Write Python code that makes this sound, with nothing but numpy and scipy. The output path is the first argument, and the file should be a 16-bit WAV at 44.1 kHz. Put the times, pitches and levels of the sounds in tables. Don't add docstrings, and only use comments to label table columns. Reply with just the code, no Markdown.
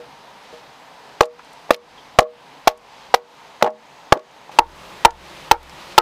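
import sys
import numpy as np
from scipy import signal
from scipy.io import wavfile

SR = 44100
rng = np.random.default_rng(int(sys.argv[2]) if len(sys.argv) > 2 else 0)


def bounce(signal):
    frames = np.transpose(np.atleast_2d(signal))
    limited = np.clip(frames, -1, 1)
    pcm = np.round(limited * 32767).astype(np.int16)
    wavfile.write(sys.argv[1], SR, pcm)


def voltage_ratio(decibels):
    exponent = np.asarray(decibels, float) / 20
    return 10 ** exponent


N = 265041
SCENE_CHANGE_S = 4.515


def at_hz(points, hz):
    points = np.array(points)
    return np.interp(np.log(hz), np.log(points[:, 0]), points[:, 1])


def band(x, low_hz, high_hz):
    return signal.sosfilt(signal.butter(2, [low_hz, min(high_hz, .45 * SR)], "band", fs=SR, output="sos"), x)


def drift(rate_hz):
    r = np.exp(-80 * np.pi * rate_hz / SR)
    slow = signal.lfilter([1], [1, -2 * r, r * r], rng.standard_normal(N // 40 + 2002))[2000:]
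    return np.interp(np.arange(N) / 40, np.arange(len(slow)), slow / slow.std())


def ring(clicks, hz, t60):
    r = voltage_ratio(-60 / (t60 * SR))
    w = 2 * np.pi * hz / SR
    return signal.lfilter([0, np.sin(w)], [1, -2 * r * np.cos(w), r * r], clicks + 1e-18)


def clicks_at(seconds, heights):
    out = np.zeros(N)
    places = np.round(np.asarray(seconds) * SR).astype(int)
    np.add.at(out, np.clip(places, 0, N - 1), heights)
    return out


def contact(s, length_s, release_t60):
    start = round(s * SR)
    t = np.arange(min(round(.25 * SR), N - start)) / SR
    shape = np.minimum(t / 0.00055, 1) * voltage_ratio(-60 * np.maximum(t - length_s, 0) / release_t60)
    return slice(start, start + len(t)), t, shape


def swells(rows, width_s):
    s, level_db = np.transpose(rows)[:, :, None]
    t = np.arange(N) / SR
    return np.sum(voltage_ratio(level_db) * np.exp(-.5 * ((t - s) / width_s) ** 2), axis=0)


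# f/Hz, level/dB per Hz
WATER_FAR_SPECTRUM = [(47, -31), (80, -34), (152, -4), (203, -12.5), (276, -5.5), (377, -18), (421, -5.5),
                      (574, -6), (613, -13), (685, -4.5), (873, 1), (1190, -8.5), (4110, -15.5),
                      (15900, -44.5)]
WATER_NEAR_SPECTRUM = [(53, -47), (90, -24), (158, 3), (244, -11), (427, 1.5), (456, -10.5), (566, -1),
                       (750, -6), (873, -0.5), (1380, -7.5), (3410, -11), (15900, -36.5)]


def water(spectrum, patchy_db):
    edges = 40 * 2 ** np.arange(0, 8.9, 1 / 3)
    white = rng.standard_normal((2, N))
    out = 0
    for k, (low, high) in enumerate(zip(edges, edges[1:])):
        gain = voltage_ratio(at_hz(spectrum, np.sqrt(low * high)) + patchy_db * drift(4.3))
        out = out + gain * band(white[k % 2], low, high)
    return out / out.std()


def water_hiss():
    near = np.arange(N) / SR >= SCENE_CHANGE_S
    far_water = water(WATER_FAR_SPECTRUM, patchy_db=.8)
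    near_water = water(WATER_NEAR_SPECTRUM, patchy_db=.6)
    between = swells([(b[0] + 0.24, 0) for b in BLOWS], width_s=0.12)
    level_db = np.where(near, -39.5, -44.5) + 2 * between
    return voltage_ratio(level_db) * np.where(near, near_water, far_water)


# f/Hz, level/dB, t60/s
STAND_MODES = [(66.9, -28, 0.59), (25, -22, 0.34)]
# t/s, level/dB
STEPS_UNDERFOOT = [(0.0, -71), (.58, -74), (1.35, -72), (1.92, -65), (2.22, -63), (2.75, -62), (3.15, -66),
                   (3.95, -81)]


def shake():
    rumble = band(band(rng.standard_normal(N), 29.5, 83), 23, 104)
    jolts = clicks_at([b[0] + 0.0086 for b in BLOWS if b[0] > SCENE_CHANGE_S], 0.92)
    stand = sum(voltage_ratio(level_db) * ring(jolts, hz, t60) for hz, level_db, t60 in STAND_MODES)
    steady = voltage_ratio(np.where(np.arange(N) < SCENE_CHANGE_S * SR, -73, -58))
    return (steady + swells(STEPS_UNDERFOOT, width_s=0.088)) * rumble / rumble.std() + stand


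# f/Hz, level/dB, t60/s
LOG_MODES_FAR = [(220.5, -20, 0.33), (388.5, -11, 0.25), (480.7, 5, 0.22), (622, 4.5, 0.15),
                 (828.5, 16.5, 0.035), (1110, -10, 0.23), (1240, -29, 0.4)]
LOG_MODES_NEAR = [(346, 5.5, 0.13), (471, 7, 0.14), (606, -5, 0.057), (804, -18, 0.044), (830, -5, 0.092),
                  (1100, -31, 0.057), (1280, 3, 0.052), (1650, -67, 0.05), (1960, -11, 0.018)]
# t/s, ring level/dB, favoured f/Hz, dry thud level/dB
SOFT_KNOCKS = [(0.0, -37, 450, -36), (.528, -40.5, 505, -43), (.54, -43, 490, -43), (1.228, -11.5, 680, 3),
               (1.391, -45, 1160, -19.5), (1.4, -49, 980, -33), (1.693, -39, 920, -15.5),
               (2.218, -6, 546, 2.5), (2.664, -48, 900, -37), (3.611, -37, 1110, -14), (3.638, -9, 494, 2),
               (3.644, -7.5, 750, 2.5), (3.653, -19, 494, 11), (3.662, -12, 795, 8.5),
               (3.673, -9.5, 704, 9), (3.678, -37, 805, -26), (3.69, -30, 706, -20),
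               (4.145, -21.5, 452, -11), (4.155, -52, 450, 4), (4.169, -23, 606, -0.5),
               (4.494, -42, 880, -28), (5.082, -37, 900, -18)]


def log():
    seconds = np.array([b[0] + b[3] / 2 for b in BLOWS] + [k[0] for k in SOFT_KNOCKS])
    levels_db = np.array([b[0] for b in LANDING_SPOTS] + [k[1] for k in SOFT_KNOCKS])
    _, below_db, above_db, *_ = np.transpose(LANDING_SPOTS)
    knock_hz = np.array(SOFT_KNOCKS)[:, 2]
    far = (LOG_MODES_FAR, 480, seconds < SCENE_CHANGE_S)      # modes, main ring in Hz, which strikes
    near = (LOG_MODES_NEAR, 842, seconds > SCENE_CHANGE_S)
    out = np.zeros(N)
    for modes, main_hz, heard in (far, near):
        spread = rng.standard_normal((len(seconds), len(modes), 2))
        for k, (hz, level_db, t60) in enumerate(modes):
            landing_db = below_db * (hz < .9 * main_hz) + above_db * (hz > 1.1 * main_hz)
            favour_db = np.r_[landing_db, -55 * np.log2(hz / knock_hz) ** 2]
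            chance_db = 1.5 * spread[:, k, 0]
            strike = voltage_ratio(levels_db + level_db + favour_db + chance_db) * np.sign(spread[:, k, 1])
            out += ring(clicks_at(seconds, heard * strike), hz, t60)
    return band(out, 144, 2350)


def thuds():
    out, noise = np.zeros(N), rng.standard_normal(N)
    for s, _, hz, thud_db in SOFT_KNOCKS:
        span, t, shape = contact(s, 0.0035, release_t60=0.048)
        out[span] += voltage_ratio(thud_db) * band(shape * noise[span], hz / 1.73, hz * 1.42)
    return out


# t/s, level/dB
SWING_RUSTLES = [
    (.52, -52),
    (1.1, -58),
    (1.5, -53.5),
    (1.95, -53),
    (3.0, -51),
    (3.4, -57),
    (4.0, -72),
    (4.8, -69),
    (5.35, -45.5),
    (5.9, -44),
]


def rustle():
    t, white = np.arange(N) / SR, rng.standard_normal((2, N))
    leaves = band(white[0], 1400, 4750)
    insects = band(white[1], 6250, 6800)
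    chorus = np.clip((t - 3.1) / .35, 0, 1) * (t < SCENE_CHANGE_S)
    leaf_gain = swells(SWING_RUSTLES, width_s=0.12) * voltage_ratio(1.5 * drift(27))
    insect_gain = voltage_ratio(-79) + voltage_ratio(-70) * chorus
    return leaf_gain * leaves / leaves.std() + insect_gain * insects / insects.std()


# t/s, level/dB, centre f/Hz
CHIP_TICKS = [(1.2065, -15, 2490), (1.222, -21, 5000), (1.232, -12.5, 2980), (1.243, -29, 4940),
              (1.255, -29, 6290), (1.393, -37, 2500), (1.447, -50, 7000), (1.531, -48.5, 8000),
              (1.733, -15, 3200), (1.738, -26, 5000), (1.744, -11, 3570), (1.744, -27, 10000),
              (1.762, -40, 8000), (2.205, -18, 5940), (2.228, -25, 3500), (2.775, -45, 8000),
              (3.351, -52, 4960), (3.613, -36, 2000), (3.644, -9.5, 2860), (3.663, -20, 2930),
              (3.673, -28, 2920), (3.703, -37, 5000), (4.173, -33, 3970), (4.193, -35, 3950),
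              (4.312, -50, 5090), (5.106, -26.5, 4940), (5.63, -45, 10000), (5.695, -35, 4500)]


def chips():
    out, noise = np.zeros(N), rng.standard_normal(N)
    for s, level_db, hz in CHIP_TICKS:
        span, t, shape = contact(s, 0.00056, release_t60=0.023)
        snap = shape * noise[span]
        puff = band(snap, hz / 2.0, hz * 1.36)
        out[span] += voltage_ratio(level_db + 8.0) * (puff + voltage_ratio(-38.5) * ring(snap, hz, t60=0.0062))
    return out


# t/s, bite level/dB, bite f/Hz, bite length/s, tearing level/dB
BLOWS = [(1.2080, 13, 612, 0.00312, -4), (1.7061, 13, 603, 0.0041, 0.5), (2.1875, 16, 670, 0.0066, 0),
         (2.673, 4.5, 707, 0.0084, 3), (3.1407, 7.5, 776, 0.0073, -1), (3.6242, 8.5, 703, 0.0038, -3.5),
         (4.1228, 11.5, 620, 0.0066, -5), (4.5876, 19.5, 885, 0.00585, 0),
         (5.0492, 22, 890.4, 0.0073, 10.5), (5.5125, 18.5, 875.6, 0.0051, 12),
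         (5.9793, 19.5, 870, 0.0074, 11)]
# main ring level/dB, modes below it level/dB, modes above it level/dB, overtone level/dB, shove level/dB
LANDING_SPOTS = [(-6, -14, -11.5, -1, -18), (-13.5, -2, -2.5, -9.5, -24), (-11, 1, -3, 0, -13),
                 (-17, -2, 6.5, -12, -19), (-15.5, -1, -6.5, -13.5, -28), (-13.5, 10.5, 0, -10.5, -39),
                 (-15, 1, 1, -3, -26), (-18, 0.5, 6, -28, -30), (-12, -4, 5, -11.5, -5.5),
                 (-12, -3.5, 2, -7, -7.5), (-5, -8, 10.5, -5.5, -18)]


def bites(wobble, glide, grind_db):
    out, push = np.zeros(N), np.zeros(N)
    unsteady = band(rng.standard_normal(N), 165, 1180)
    grind = band(rng.standard_normal(N), 625, 1710)
    for (s, bite_db, hz, length_s, _), (*_, over_db, push_db) in zip(BLOWS, LANDING_SPOTS):
        near = s > SCENE_CHANGE_S
        span, t, shape = contact(s, length_s, release_t60=0.0092 if near else 0.008)
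        build = np.minimum(t / (0.42 * length_s), 1)
        rough = build * shape * (.3 if near else 1)
        rise = (0.077 if near else glide) * (np.minimum(t / length_s, 1.5) - .5)
        pitch_hz = hz * (1 + rise + rough * wobble * unsteady[span] / unsteady.std())
        main = np.sin(2 * np.pi * np.cumsum(pitch_hz) / SR + 1.864)
        over = voltage_ratio(over_db) * np.sin(2 * np.pi * (1345 if near else 1112.6) * t + 1.3)
        grinding = rough * voltage_ratio(grind_db) * grind[span] / grind.std()
        out[span] -= voltage_ratio(bite_db - 1000 * t) * shape * (main + over + grinding)
        after_db = bite_db - 25 - 60 * np.maximum(t - length_s, 0) / 0.032
        out[span] -= near * voltage_ratio(after_db) * build * main
        push[span] += voltage_ratio(push_db) * shape
    return band(out, 271, 10700) + band(push, 20.0, 490)


def tearing(grains_per_s, crackle_db, crackle_t60):
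    noise, out = rng.standard_normal(N), np.zeros(N)
    snaps = rng.random(N) < grains_per_s / SR
    grains = snaps * voltage_ratio(4.5 * np.minimum(rng.exponential(1, N), 4)) * rng.choice([-1, 1], N)
    for s, _, _, length_s, tear_db in BLOWS:
        span, t, shape = contact(s, length_s, release_t60=0.0084)
        build = np.minimum(t / (0.61 * length_s), 1)
        thin_db = 15 if s > SCENE_CHANGE_S else 0
        after_db = crackle_db - 60 * t / crackle_t60 - thin_db
        crackle = voltage_ratio(after_db) * (grains[span] + 0.26 * noise[span])
        out[span] += voltage_ratio(tear_db) * build * (shape * noise[span] + crackle)
    return band(out, 1060, 5500) + voltage_ratio(-14.5) * band(out, 5000, 14300)


def clearing(x, wet_db, t60):
    t = np.arange(round(.4 * SR)) / SR
    scatter = band(rng.standard_normal(len(t)), 100, 1950) * voltage_ratio(-60 * t / t60) * (t > .008)
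    scatter = scatter / np.sqrt(np.sum(scatter ** 2))
    return x + voltage_ratio(wet_db) * signal.fftconvolve(x, scatter)[:N]


def bird():
    out = np.zeros(N)
    span, t, shape = contact(1.972, .02, release_t60=0.16)
    out[span] = voltage_ratio(-29.5) * np.minimum(t / .008, 1) * shape
    return out * band(rng.standard_normal(N), 3030, 3500)


def scene():
    blade = bites(wobble=0.44, glide=0.22, grind_db=-8.0)
    blade = blade + tearing(grains_per_s=1600, crackle_db=-1.0, crackle_t60=0.093)
    axe = blade + log() + thuds() + chips()
    background = water_hiss() + voltage_ratio(0.5) * shake() + bird() + rustle()
    return (clearing(axe, wet_db=-27.5, t60=0.14) + background)[None]


def gain_control(x, knee_db, slope, release_s, attack_s):
    over = np.maximum(20 * np.log10(np.abs(x) + 1e-9) - knee_db, 1e-3) * slope
    ramp = np.arange(N) / SR / release_s
    held = np.exp(np.maximum.accumulate(np.log(over) + ramp, axis=-1) - ramp)
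    r = np.exp(-1 / (attack_s * SR))
    return -signal.lfilter([1 - r], [1, -r], held)


def low_pass(x):
    return signal.sosfilt(signal.butter(12, 16010, fs=SR, output="sos"), x)


def record(dry):
    hiss_db = np.where(np.arange(N) < SCENE_CHANGE_S * SR, -67, -60)
    heard = dry + voltage_ratio(hiss_db) * band(rng.standard_normal(dry.shape), 9000, 15000)
    gain_db = gain_control(np.clip(heard, -1, 1), knee_db=-29.0, slope=0.58, release_s=0.13, attack_s=0.014)
    overloaded = np.clip(heard * voltage_ratio(gain_db), -.985, .985)
    top_cut = signal.cheby2(12, 55, 16300, fs=SR, output="sos")
    return low_pass(signal.sosfilt(top_cut, overloaded))


dry = scene()
out = record(dry)
bounce(out)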